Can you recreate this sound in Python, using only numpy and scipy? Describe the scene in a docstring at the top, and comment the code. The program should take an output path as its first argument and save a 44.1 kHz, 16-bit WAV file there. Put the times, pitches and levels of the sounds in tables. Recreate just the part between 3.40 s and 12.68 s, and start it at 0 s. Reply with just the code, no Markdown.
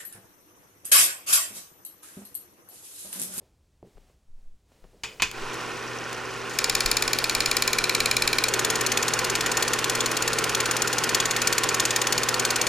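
"""An old film projector on a table in a small room, heard from close by.
A hand fumbles at the controls with soft knocks and a rustling sleeve, then the switch snaps over.
The motor hums and the gears run up to a whirr, made of shaped noise and tones locked to the shaft.
Then the claw pulls film, some 18 frames a second, each pull a round of short noise bursts and ringing modes:
it rings more as the loose film tightens, and sounds drier once the film has slipped into its seat."""
import sys
import numpy as np
from scipy import signal
from scipy.fft import rfft, irfft, next_fast_len
from scipy.io import wavfile

SR = 44100
rng = np.random.default_rng(int(sys.argv[2]) if len(sys.argv) > 2 else 0)


def pcm_store(signal):
    """Save signal as 16-bit PCM."""
    levels = np.round(np.clip(np.atleast_2d(signal), -1, 1) * 32767)
    wavfile.write(sys.argv[1], SR, levels.astype(np.int16).T)


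N = 409248
TIME = np.arange(N) / SR  # s

# The run has three stages: the motor idles, the claw catches the loose film, the film slips into its seat.
MOTOR_ON_S, FILM_CAUGHT_S, FILM_SEATED_S = 1.825, 3.178, 5.0836
GEARS_ENGAGE_S = 1.914
SETTLE_S = 0.043  # time constant of easing into a new stage
LOOSE_PULL_DB = 2.5  # force of the usual pull on loose film

# speed of the shutter shaft: (idle, loose, seated [frames per s])
FRAME_RATES = (18.6, 18.3665, 18.4036)
# frames of each stage, counted from the catch: (first, one past the last)
IDLE_FRAMES = (-21, 0)
LOOSE_FRAMES = (0, 35)
SEATED_FRAMES = (35, 113)
# pulls that snag and ping the gate: (time [s], level re the usual pull [dB], ping level [dB], pitch [Hz])
SNAGS = [(5.25, 2.5, -17.5, 3400), (5.30, 0, -16, 6900), (5.57, 1, -18, 3400), (5.95, 1, -27, 2400),
         (6.0, -1, -28, 3600), (6.17, 2.5, -20, 6400), (6.22, 1.5, -13, 2970), (6.44, 1, -17, 3800),
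         (6.61, -0.5, -15, 3380), (7.15, 1, -21, 3300), (7.75, 1, -17, 5100), (7.8, 0.5, -15.5, 3400),
         (7.85, -1, -17, 7200), (7.91, 0, -11.5, 6400), (8.07, 1.5, -23, 5200), (8.18, 1, -24, 4800),
         (8.34, 0.5, -24, 6600), (8.4, 0.5, -22, 3500), (8.72, 1, -23, 4400), (8.78, -1, -17, 4800),
         (8.83, -2.5, -27, 4400), (8.94, -2, -25, 4450), (9.05, 1, -18, 3900)]


def from_db(db):
    """Turn decibels into a gain."""
    return 10 ** (np.asarray(db) / 20)


def at_hz(points, hz):
    """Read a spectrum between its points, on a log-frequency axis."""
    known_hz, values = np.transpose(points)
    return np.interp(np.log(hz + 1), np.log(known_hz + 1), values)


def drift(rate):
    """A random wander: straight lines between normal draws of spread 1, with rate new draws a second."""
    steps = rng.standard_normal(N // 8)
    return np.interp(TIME * rate, np.arange(len(steps)), steps)


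def by_stage(values, settle_s, start_s=MOTOR_ON_S):
    """A quantity that is zero at rest and eases to its idle, loose and seated value in turn."""
    steps = np.diff(values, prepend=0)
    starts = (start_s, FILM_CAUGHT_S, FILM_SEATED_S)
    return sum(step * (1 - np.exp(-np.maximum(TIME - s, 0) / settle_s)) for s, step in zip(starts, steps))


def body(x, colour, rings=(), size=8192):
    """A solid body filters what drives it: a broad colour with resonances standing out, at unit energy."""
    hz = np.arange(size // 2 + 1) * SR / size
    db = at_hz(colour, hz)
    for centre, width, boost in rings:
        db = db + boost / (1 + (2 * (hz - centre) / width) ** 2)
    cepstrum = irfft(np.log(from_db(db)))
    cepstrum[1:size // 2] *= 2  # minimum phase: nothing rings before it is struck
    cepstrum[size // 2 + 1:] = 0
    response = irfft(np.exp(rfft(cepstrum)))
    return signal.oaconvolve(x, response / np.linalg.norm(response))[:N]


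def ring(times, levels_db, hz, t60):
    """One mode, a decaying sine, set ringing by a row of blows; t60 is its time to fall 60 dB [s]."""
    clicks = np.zeros(N)
    np.add.at(clicks, np.round(times * SR).astype(int), from_db(levels_db))
    radius = from_db(-60 / (t60 * SR))
    angle = 2 * np.pi * hz / SR
    feedback = [1, -2 * radius * np.cos(angle), radius * radius]
    return signal.lfilter([0, np.sin(angle)], feedback, clicks + 1e-18)


def even_burst(decay):
    """A dying burst of chatter that holds all pitches about equally."""
    burst = decay * rng.standard_normal(len(decay))
    for _ in range(3):
        # flatten the spectrum, then hold the burst to its decay
        flat = irfft(np.exp(1j * np.angle(rfft(burst))), len(decay)) * np.linalg.norm(decay)
        burst = np.clip(flat, -2.5 * decay, 2.5 * decay)
    return burst * np.linalg.norm(decay) / np.linalg.norm(burst)


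def contacts(times, levels_db, t60_ms, bright_hz, alike=1.0):
    """Parts that touch chatter briefly: each burst dies away and is partly alike from blow to blow."""
    age = np.arange(SR // 4) / SR
    decay = from_db(-60 * age / (t60_ms / 1000))
    usual = even_burst(decay)
    force = np.zeros(N + SR)
    for s, db in zip(times, levels_db):
        start = max(round(s * SR), 0)
        fresh = decay * rng.standard_normal(len(age))
        chatter = np.sqrt(alike) * usual + np.sqrt(1 - alike) * fresh
        force[start:start + len(age)] += from_db(db) * chatter
    soften = signal.butter(2, bright_hz, fs=SR, output="sos")
    return signal.sosfilt(soften, force[:N] + 1e-18)


def blows(table):
    """The force of single contacts, one for each row of a table."""
    return sum(contacts([s], [db], t60_ms, bright_hz) for s, db, t60_ms, bright_hz, *_ in table)


def shaft():
    """Frames turned since the catch: the shaft spins up, then holds the speed of each stage."""
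    spin_up_s = 0.09
    stage = np.searchsorted([FILM_CAUGHT_S, FILM_SEATED_S], TIME)
    spin_up = 1 - np.exp(-np.maximum(TIME - MOTOR_ON_S, 0) / spin_up_s)
    frames = np.cumsum(np.array(FRAME_RATES)[stage] * spin_up) / SR
    return frames - np.interp(FILM_CAUGHT_S, TIME, frames)


def tautness(s):
    """How far the reels have taken up the slack and tightened the film, from 0 to 1."""
    tighten_at_s, tighten_s = 3.8, 0.67
    return np.clip((s - tighten_at_s) / tighten_s, 0, 1)


def firmness(s):
    """How far the pull on seated film has firmed up, from 0 to 1."""
    firm_up_at_s, firm_up_s = 7.48, 0.14
    return np.clip((s - firm_up_at_s) / firm_up_s, 0, 1)


def odd_db(pulls):
    """The level that uneven pulls and snags add to the pulls within half a frame of them."""
    # pulls weaker or stronger than usual, or just as strong: (time [s], level re the usual pull [dB])
    uneven_pulls = [(3.68, -4), (3.79, -2.5), (5.09, 0), (5.46, 1), (5.68, 0), (5.79, -2), (6.71, -1.5),
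                    (6.93, -1), (7.26, -1.5), (8.02, -1.5), (8.62, 0)]
    half_frame_s = .5 / max(FRAME_RATES)
    odd_pulls = list(uneven_pulls) + list(SNAGS)
    return sum(db * (abs(pulls - s) < half_frame_s) for s, db, *_ in odd_pulls)


def pulls_of(frames):
    """When the claw strikes, once at each whole frame, and how hard."""
    pulls = np.interp(np.arange(*frames), shaft(), TIME)
    if frames == IDLE_FRAMES:
        # the empty tick is clearest in mid run-up and fades to either side
        clearest_s, fade_db_per_s = 2.6, 17
        return pulls, -fade_db_per_s * abs(pulls - clearest_s)
    if frames == LOOSE_FRAMES:
        slack_s = 0.0095  # loose film gives way first, so the claw meets it late
        pulls, usual_db = pulls + slack_s, LOOSE_PULL_DB
    else:
        seated_pull_db, firm_up_db = -1.45, 1.64
        usual_db = seated_pull_db + firm_up_db * firmness(pulls)
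    return pulls, usual_db + odd_db(pulls)


def film_gate():
    """The claw ticks emptily, clacks in the gate on loose film, then pings it on seated film; the film hisses."""
    # light ticks of the film as the reels take up: (time [s], level [dB], t60 [ms], brightness [Hz])
    ticks = [(2.132, -36, 25, 12000), (2.141, -35, 24, 14000), (2.729, -31, 22, 13000),
             (2.937, -38, 35, 10000), (3.096, -38.5, 190, 12000), (3.135, -40, 420, 12000)]
    # colour of the gate around seated film: (frequency [Hz], level [dB])
    seated_colour = [(300, -23.5), (1000, -14.5), (2000, 2), (3200, 1), (5000, 2), (7500, -1.5), (9300, 0),
                     (11000, -4), (14000, -4.5), (16000, -24)]
    # its resonances: (frequency [Hz], width [Hz], boost [dB])
    seated_rings = [(1020, 57, 9.9), (1813, 48, 12.2), (2400, 240, 3.6), (3400, 300, 1.4), (4300, 86, 4.8),
                    (4480, 60, 5.2), (5290, 110, 5), (6750, 940, 9.3), (14000, 700, 1.7)]
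    # claw contacts on seated film: (delay after the pull [ms], level [dB], t60 [ms], brightness [Hz])
    seated_contacts = [(0.0499, -14, 13.6, 9000), (2.197, -18, 26, 18000), (4.125, -20.5, 19, 11000),
                       (25.3, -20.5, 37, 2200), (31.5, -26, 24, 2100)]
    seated = claw(SEATED_FRAMES, seated_contacts, jitter_ms=.35, uneven_db=1.37, alike=0.28)
    seated = body(seated + blows(ticks), seated_colour, seated_rings)
    return empty_claw() + loose_claw() + clack() + seated + pings(uneven_db=0.5) + sliding_film()


def claw(frames, cycle, jitter_ms, uneven_db, alike):
    """The same round of contacts comes with every frame; the later ones bounce less regularly."""
    pulls, pull_db = pulls_of(frames)
    force = np.zeros(N)
    for k, (delay_ms, db, t60_ms, bright_hz) in enumerate(cycle):
        early, strong = rng.standard_normal((2, len(pulls)))
        times = pulls + (delay_ms + jitter_ms * np.sqrt(k) * early) / 1000
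        force += contacts(times, pull_db + db + uneven_db * strong, t60_ms, bright_hz, alike)
    return force


def loose_claw():
    """The claw's contacts with loose film, coloured by the gate; most of the chatter returns with every pull."""
    # contacts in each frame: (delay after the pull [ms], level [dB], t60 [ms], brightness [Hz])
    loose_contacts = [(0.051, -17.5, 13.5, 14000), (1.508, -11.5, 15.6, 4850), (4.18, -15, 12, 3500),
                      (14, -28.5, 107, 4100), (24.5, -25, 21, 2000), (30.5, -21, 28, 2500)]
    # colour of the gate around loose film: (frequency [Hz], level [dB])
    loose_colour = [(300, -29), (1000, -14.5), (2000, -7), (3200, -5), (5000, -4), (7500, 1.5),
                    (10000, -1.5), (14000, -1.5), (16000, -9)]
    # its resonances: (frequency [Hz], width [Hz], boost [dB])
    loose_rings = [(1795, 78, 11.8), (1980, 38, 6.9), (2450, 340, 8.9), (3800, 400, 6.1), (4400, 460, 8.1),
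                   (5240, 200, 7.3), (5700, 260, 3.9), (6800, 350, 8.8), (9200, 400, 5.5),
                   (11000, 500, 6.1), (13700, 570, 3.4)]
    force = claw(LOOSE_FRAMES, loose_contacts, jitter_ms=0.039, uneven_db=1.5, alike=0.74)
    return body(force, loose_colour, loose_rings)


def clack():
    """Each pull on loose film knocks the gate's modes, and the claw knocks them again lightly as it lets go."""
    # modes of the gate: (frequency [Hz], level [dB], t60 [s], change once the film is taut [dB])
    gate_modes = [(2356, -22.5, 0.027, 6.5), (2520, -33, 0.014, 8), (3630, -34, 0.012, 9),
                  (3900, -34, 0.015, 9), (4040, -26, 0.029, 8.5), (4270, -22.5, 0.026, -1),
                  (4590, -21, 0.015, -16), (5265, -18, 0.023, -3), (6960, -23, 0.018, -0.5)]
    gate_lag_s, release_s, release_db = 0.0006, 0.0148, -15
    pulls, pull_db = pulls_of(LOOSE_FRAMES)
    times = np.append(pulls + gate_lag_s, pulls + release_s)
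    out = np.zeros(N)
    for k, (hz, db, t60, taut_db) in enumerate(gate_modes):
        level_db = pull_db - LOOSE_PULL_DB + db + taut_db * tautness(pulls)
        levels_db = np.append(level_db, level_db + release_db)
        out += (-1) ** k * ring(times, levels_db, hz, t60)  # neighbouring modes swing opposite ways
    return out


def pings(uneven_db):
    """Every pull on seated film rings the gate faintly; a snag rings the modes near its own pitch loudly."""
    # modes of the gate: (frequency [Hz], level before firming up [dB], t60 [s], change once firm [dB])
    ping_modes = [(2410, -30, 0.025, -8), (3360, -44, 0.018, -3), (3517, -41, 0.017, 7),
                  (4220, -33, 0.021, -9), (4460, -44.5, 0.022, 15), (5240, -35, 0.022, -3),
                  (6470, -36, 0.014, -5), (6930, -37, 0.0079, 2)]
    snag_span_oct = 0.25  # a mode this far from the snag's pitch gets 10 dB less
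    pulls, _ = pulls_of(SEATED_FRAMES)
    times, _, ping_db, pitch_hz = np.transpose(SNAGS)
    snagged = pulls[abs(pulls - times[:, None]).argmin(axis=1)]
    out = np.zeros(N)
    for k, (hz, db, t60, firm_db) in enumerate(ping_modes):
        usual_db = db + firm_db * firmness(pulls) + uneven_db * rng.standard_normal(len(pulls))
        snag_db = ping_db - 10 * (np.log2(hz / pitch_hz) / snag_span_oct) ** 2
        out += (-1) ** k * ring(np.append(pulls, snagged), np.append(usual_db, snag_db), hz, t60)
    return out


def empty_claw():
    """Before it catches the film the claw only ticks, with a short bright ring of its own."""
    # contact in each frame: (delay after the pull [ms], level [dB], t60 [ms], brightness [Hz])
    idle_contacts = [(0.05, -36, 20, 9000)]
    # colour of the tick: (frequency [Hz], level [dB])
    idle_colour = [(1500, -18), (3500, -8), (4500, -5), (5200, -4), (5900, 8), (6700, -4), (8000, -12),
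                   (15000, -24)]
    # modes of the claw: (frequency [Hz], level [dB], t60 [s])
    idle_modes = [(5620, -39, 0.018), (5950, -38, 0.016)]
    pulls, pull_db = pulls_of(IDLE_FRAMES)
    ringing = sum(ring(pulls, pull_db + db, hz, t60) for hz, db, t60 in idle_modes)
    force = claw(IDLE_FRAMES, idle_contacts, jitter_ms=0, uneven_db=1.0, alike=0.38)
    return ringing + body(force, idle_colour)


def sliding_film():
    """The film hisses as it slides: steady noise with a bright colour."""
    # level of the hiss: (idle, loose, seated [dB])
    slide_db = (-80, -49.5, -51)
    # its colour: (frequency [Hz], level [dB])
    slide_colour = [(1500, -8), (4000, -10), (7000, -4), (11000, 1), (15000, -19)]
    return by_stage(from_db(slide_db), SETTLE_S) * body(rng.standard_normal(N), slide_colour)


def drive():
    """The gears run up, whirr and rattle, and set the housing droning, louder with each rise in load."""
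    # levels of whirr and drone, before surge and taut film: (idle, loose, seated [dB])
    whirr_db = (-36.5, -32, -30)
    drone_db = (-44, -39.5, -39)
    # gear tones, re their level under full load: (idle, loose, seated [dB])
    tones_db = (-1, -2.5, -0.5)
    # colours of the gear train and of the housing's drone: (frequency [Hz], level [dB])
    gear_colour = [(25, -10), (60, -11), (110, -7), (200, -5.5), (300, 1), (620, -2.5), (1200, -2.5),
                   (2000, -3.5), (2900, -4), (3900, -9.5), (5600, -10.5), (7500, -17), (11000, -24),
                   (15000, -37.5)]
    housing = [(100, -48.5), (260, -28.5), (340, -5), (390, 5), (440, -3), (500, -1), (580, -8.5),
               (1000, -68.5)]
    # resonances of the gear train: (frequency [Hz], width [Hz], boost [dB])
    gear_rings = [(812, 150, 3.6), (1025, 71, 5.9), (1120, 59, 5), (1440, 254, 7.4), (1850, 100, 3.5),
                  (2490, 89, 3.4)]
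    surge_db, surge_at_s, surge_s = 1.6, 2.16, 0.13
    taut_drone_db = 2  # what taut film adds
    frames = shaft()
    surge = from_db(surge_db * np.exp(-((TIME - surge_at_s) / surge_s) ** 2))
    whirr_gain = surge * by_stage(from_db(whirr_db), SETTLE_S, GEARS_ENGAGE_S)
    drone_gain = surge * by_stage(from_db(drone_db), SETTLE_S, GEARS_ENGAGE_S)
    drone_gain *= from_db(taut_drone_db * tautness(TIME))
    whirr = body(meshing(frames, repeat=0.17, grain_db=2.0), gear_colour, gear_rings)
    drone = body(meshing(frames, repeat=0.015, grain_db=0.0), housing)
    tones = by_stage(from_db(tones_db), SETTLE_S) * gear_tones(frames, waver_db=2.0, slack=0.71)
    return whirr_gain * (whirr + rattle(uneven_db=1.0)) + drone_gain * (drone + tones)


def meshing(frames, repeat, grain_db, size=2400):
    """Gear teeth rub: a share of the roughness returns with each turn, the rest is fresh and grainy."""
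    teeth = rng.standard_normal(size)[(frames % 1 * size).astype(int)]
    fresh = rng.standard_normal(N) * from_db(grain_db * drift(900))
    return np.sqrt(repeat) * teeth + np.sqrt(1 - repeat) * fresh / fresh.std()


def gear_tones(frames, waver_db, slack):
    """Tones locked to the shaft; play in the gears shakes level and phase, a firmer pull shifts the balance."""
    # one entry for each tone: ratio to the frame rate
    gear_orders = (3, 9, 20.95, 24.09, 27.05, 30.1, 44, 55.05, 60.78, 80.05, 99.1)
    # level re the drone, before the stage's own change [dB]
    gear_tones_db = (-18, -17.5, -13, -2.5, -9.5, -14.5, -29, -14.5, -16.5, -16, -28)
    # change once the pull is firm [dB]
    gear_tones_firm_db = (-12, -1, 1.5, -4.5, -0.5, -3, 12, -2, 6.5, -8, 2)
    out, firm = np.zeros(N), firmness(TIME)
    for order, db, firm_db in zip(gear_orders, gear_tones_db, gear_tones_firm_db):
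        phase = 2 * np.pi * (order * frames + rng.random()) + slack * drift(9)
        level_db = db + firm_db * firm + waver_db * drift(14)
        out += np.sqrt(2) * from_db(level_db) * np.sin(phase)
    return out


def rattle(uneven_db):
    """Loose parts are knocked at random; each rattles more and less in spells, and its pitch wanders."""
    # loose parts in the gear train: (frequency [Hz], level re the whirr before the stage's change [dB], t60 [s])
    rattles = [(791.5, -21.5, 0.042), (1020, -18.5, 0.033), (1354, -19.5, 0.022), (1429, -13.5, 0.017),
               (1528, -17.5, 0.021), (1819, -14.5, 0.029), (2362, -17.5, 0.024), (2546, -18.5, 0.032),
               (2783, -19, 0.032)]
    # change from their usual level: (idle, loose, seated [dB])
    rattle_db = (1, -1, 1)
    touches_per_s, spells_per_s, spell_db, wander_hz = 40, 5, 2.5, 14
    out = np.zeros(N)
    for hz, db, t60 in rattles:
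        touched = rng.random(N) < touches_per_s / SR
        force_db = uneven_db * rng.uniform(-1.6, 1.6, N)[touched] + spell_db * drift(spells_per_s)[touched]
        part = np.diff(ring(TIME[touched], force_db, hz, t60), prepend=0)
        # reading the part a little early or late bends its pitch
        shifted = TIME + np.cumsum(drift(spells_per_s)) * wander_hz / hz / SR
        out += from_db(db) * np.interp(shifted, TIME, part) / part.std()
    return by_stage(from_db(rattle_db), SETTLE_S) * out


def motor(waver_db, swell_s):
    """The motor's iron hums in a few partials once it is switched on, swelling as the load grows."""
    # level of each partial of the hum [dB]
    hum_partials_db = (0, -2.5, -13)
    # level of the hum before taut film: (idle, loose, seated [dB])
    hum_db = (-50, -47, -46.5)
    hum_hz, taut_hum_db = 121.05, 1.9
    partials = np.zeros(N)
    for k, db in enumerate(hum_partials_db, 1):
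        wave = np.sin(2 * np.pi * (k * hum_hz * TIME + rng.random()))
        partials += from_db(db + waver_db * drift(5.7)) * wave
    gain = from_db(taut_hum_db * tautness(TIME)) * by_stage(from_db(hum_db), swell_s)
    return np.sqrt(2) * gain * partials


def switch():
    """A knob clicks into its detent, then the switch snaps over; their parts ring on as decaying modes."""
    # clicks of knob and switch: (time [s], level [dB], t60 [ms], brightness [Hz], ring of the modes [dB])
    switch_clicks = [(1.635, -26, 89, 8000, -32.5), (1.641, -33.5, 190, 6000, -60),
                     (1.798, -23, 61, 2700, -60), (1.8021, -24.5, 52, 2800, -60),
                     (1.821, -10, 23.5, 11000, -29), (1.824, -16, 93, 6400, -56),
                     (1.914, -27, 13, 15000, -65)]
    # colour of the switch: (frequency [Hz], level [dB])
    switch_colour = [(30, 1), (90, -1), (200, -4.5), (600, -9.5), (1000, 0), (1300, -2.5), (2200, 2),
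                     (3200, -0.5), (4100, -2.5), (5000, -3), (7300, 0.5), (8500, -7), (13000, -6),
                     (16000, -15)]
    # its resonances: (frequency [Hz], width [Hz], boost [dB])
    switch_rings = [(1040, 170, 4), (2500, 210, 12.6), (2980, 260, 8.1), (3360, 140, 5), (3600, 110, 3),
                    (4400, 240, 5.9), (6670, 190, 4)]
    # modes of the knob and switch: (frequency [Hz], level [dB], t60 [s])
    switch_modes = [(370, -19.5, 0.95), (440, -17.5, 0.62), (925, -7, 0.1), (1015, -9, 0.09),
                    (1050, -21, 0.55), (1147, -13, 0.14), (1970, -15, 0.25), (2270, -11, 0.18),
                    (2530, -5, 0.13), (2890, -23, 0.5), (3429, -15, 0.17), (4441, -22, 0.25),
                    (4856, -17, 0.25), (4860, -1, 0.06), (7040, -21, 0.17)]
    times, *_, ring_db = np.transpose(switch_clicks)
    ringing = sum(ring(times, ring_db + db, hz, t60) for hz, db, t60 in switch_modes)
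    return body(blows(switch_clicks), switch_colour, switch_rings) + ringing


def hand():
    """The hand knocks softly on the case, and bumps it and settles, which sounds its low modes."""
    # soft knocks: (time [s], level [dB], t60 [ms], brightness [Hz])
    knocks = [(0.005, -58, 320, 1100), (0.4285, -35.5, 19, 700), (0.44, -47.5, 180, 520),
              (0.572, -49, 25, 2500), (0.579, -46, 25, 3000), (0.697, -54, 40, 2530),
              (1.319, -52, 25, 3500), (1.441, -43, 20, 3000), (1.449, -50, 50, 2500), (1.53, -52, 310, 607),
              (1.635, -56, 320, 600)]
    # colour of the case: (frequency [Hz], level [dB])
    case_colour = [(30, -16), (110, -8), (180, 3), (280, -7), (410, 3.5), (600, -2.5), (1000, -10.5),
                   (2000, -19), (8000, -25)]
    # the bump and the settling: (time [s], level [dB])
    bump = [(0.4285, -47.5), (0.4733, -58)]
    # low modes of the case: (frequency [Hz], level [dB], t60 [s])
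    case_modes = [(119, 1, 0.09), (205, 1, 0.076), (330, 2, 0.015), (417, 7, 0.05), (675, -7, 0.014),
                  (970, -21, 0.014)]
    times, bump_db = np.transpose(bump)
    ringing = sum(ring(times, bump_db + db, hz, t60) for hz, db, t60 in case_modes)
    return body(blows(knocks), case_colour) + ringing


def sleeve():
    """Cloth rustle, a shaped noise, swells with each move of the arm and dies away after it."""
    # moves of the arm: (time [s], length [s], level [dB], attack [s])
    sleeve_moves = [(0.0, 0.074, -69.5, 0.016), (0.428, 0.28, -66.5, 0.037), (0.928, 0.12, -73, 0.06),
                    (1.243, 0.47, -65, 0.089), (1.647, 0.36, -53.5, 0.016)]
    # colour of the rustle: (frequency [Hz], level [dB])
    rustle_colour = [(100, 5), (500, 5.5), (1200, -4.5), (3000, -7), (8000, -11), (15000, -19)]
    release_s = 0.055
    level = np.zeros(N)
    for s, length, db, attack_s in sleeve_moves:
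        rise = np.clip((TIME - s) / attack_s, 0, 1)
        fall = np.exp(-np.maximum(TIME - s - length, 0) / release_s)
        level += from_db(db) * rise * fall
    return level * body(rng.standard_normal(N), rustle_colour)


def stand(sway_hz, t60, shudder_hz):
    """Jolts rock the projector in one low mode, and it shudders, most while the film runs loose."""
    # low thuds through the stand: (time [s], level [dB])
    thuds = [(0.555, -44), (1.425, -43), (1.817, -35), (3.33, -38), (3.452, -26), (3.63, -41), (3.96, -35),
             (4.08, -37), (4.39, -39), (4.6, -36), (4.85, -40)]
    # level of the shudder: (idle, loose, seated [dB])
    shudder_db = (-73, -51, -59)
    band = signal.butter(2, [shudder_hz / 2, shudder_hz * 2], "band", fs=SR, output="sos")
    shudder = signal.sosfilt(band, rng.standard_normal(N))
    shudder *= by_stage(from_db(shudder_db), SETTLE_S) / shudder.std()
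    return ring(*np.transpose(thuds), sway_hz, t60) + shudder


def swells():
    """Single slow waves of pressure on the microphone, more felt than heard."""
    # slow low swells: (time [s], level [dB], width [s])
    slow_swells = [(0.95, -34, 0.033), (1.012, -37.5, 0.035), (1.075, -33.5, 0.04), (2.035, -32, 0.035)]
    wave = np.zeros(N)
    for s, db, width in slow_swells:
        span = ((TIME - s) / width) ** 2
        wave += from_db(db) * (1 - 2 * span) * np.exp(-span)  # a crest between two dips
    return wave


def still_air():
    """The still air is a faint steady noise, strongest in the bass."""
    # colour of the air: (frequency [Hz], level [dB])
    air_colour = [(15, -39), (25, 0), (43, -2), (72, 0.5), (88, -5), (326, -20.5), (560, -23), (1610, -33),
                  (7510, -35), (16000, -47)]
    air_db = -64.5
    return from_db(air_db) * body(rng.standard_normal(N), air_colour)


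def room(x, wet_db, t60, dull_hz, spread):
    """A short diffuse tail of dying noise, largely shared by the two closely spaced capsules."""
    age = np.arange(SR // 2) / SR
    decay = from_db(-60 * age / t60) * (age > .004)
    mid, side = rng.standard_normal((2, len(age))) * decay
    soften = signal.butter(1, dull_hz, fs=SR, output="sos")
    tails = signal.sosfilt(soften, [mid + spread * side, mid - spread * side])
    tails *= from_db(wet_db) / np.linalg.norm(mid)
    return x + signal.oaconvolve(x[None], tails, axes=1)[:, :N]


def scatter(x, side_db, above_hz):
    """The treble comes from many small parts and reaches each capsule a little differently."""
    treble = signal.sosfilt(signal.butter(1, above_hz, "high", fs=SR, output="sos"), x)
    return from_db(side_db) * treble * drift(500) * np.array([[1], [-1]])


def off_axis(x):
    """The projector reaches the two capsules with a level and phase that vary across the range."""
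    # balance of the microphone pair: (frequency [Hz], left over right [dB])
    pair_balance = [(60, 6.5), (110, 6.5), (200, 6), (380, 0.5), (700, -4.5), (1290, -4.5), (2380, -1.5),
                    (4400, 4), (8120, 6.5), (15000, -1)]
    # phase of the pair: (frequency [Hz], lead of left over right [radians])
    pair_phase = [(0, -0.26), (340, -0.87), (1290, 0.14), (3880, 0.54), (9040, -0.45), (10200, -0.77),
                  (13800, -0.77), (16400, 0.2)]
    size = next_fast_len(N + SR // 4)
    hz = np.arange(size // 2 + 1) * SR / size
    lead = np.interp(hz, *np.transpose(pair_phase))
    left = from_db(at_hz(pair_balance, hz) / 2) * np.exp(1j * lead / 2)
    return irfft(rfft(x, size) * np.array([left, 1 / left]), size)[:, :N]


def scene():
    """The projector in the room; the hand's small noises, the still air and the swells sit in the centre."""
    machine, clicks = film_gate() + drive(), switch()
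    projector = room(machine, wet_db=-13.0, t60=0.19, dull_hz=7000, spread=0.26)
    projector += room(clicks, wet_db=-9.0, t60=0.33, dull_hz=8000, spread=0.28)
    projector += scatter(machine + clicks, side_db=-0.5, above_hz=11800)
    projector += motor(waver_db=0.5, swell_s=0.12) + stand(sway_hz=29.0, t60=0.28, shudder_hz=28)
    return off_axis(projector) + hand() + sleeve() + still_air() + swells()


def record(dry):
    """The sharpest peaks are rounded and the top is cut."""
    ceiling, cutoff_hz = .56, 16200
    rounded = dry / (1 + (dry / ceiling) ** 4) ** .25
    return signal.sosfilt(signal.ellip(10, .1, 80, cutoff_hz, fs=SR, output="sos"), rounded)


dry = scene()
out = record(dry)
pcm_store(out)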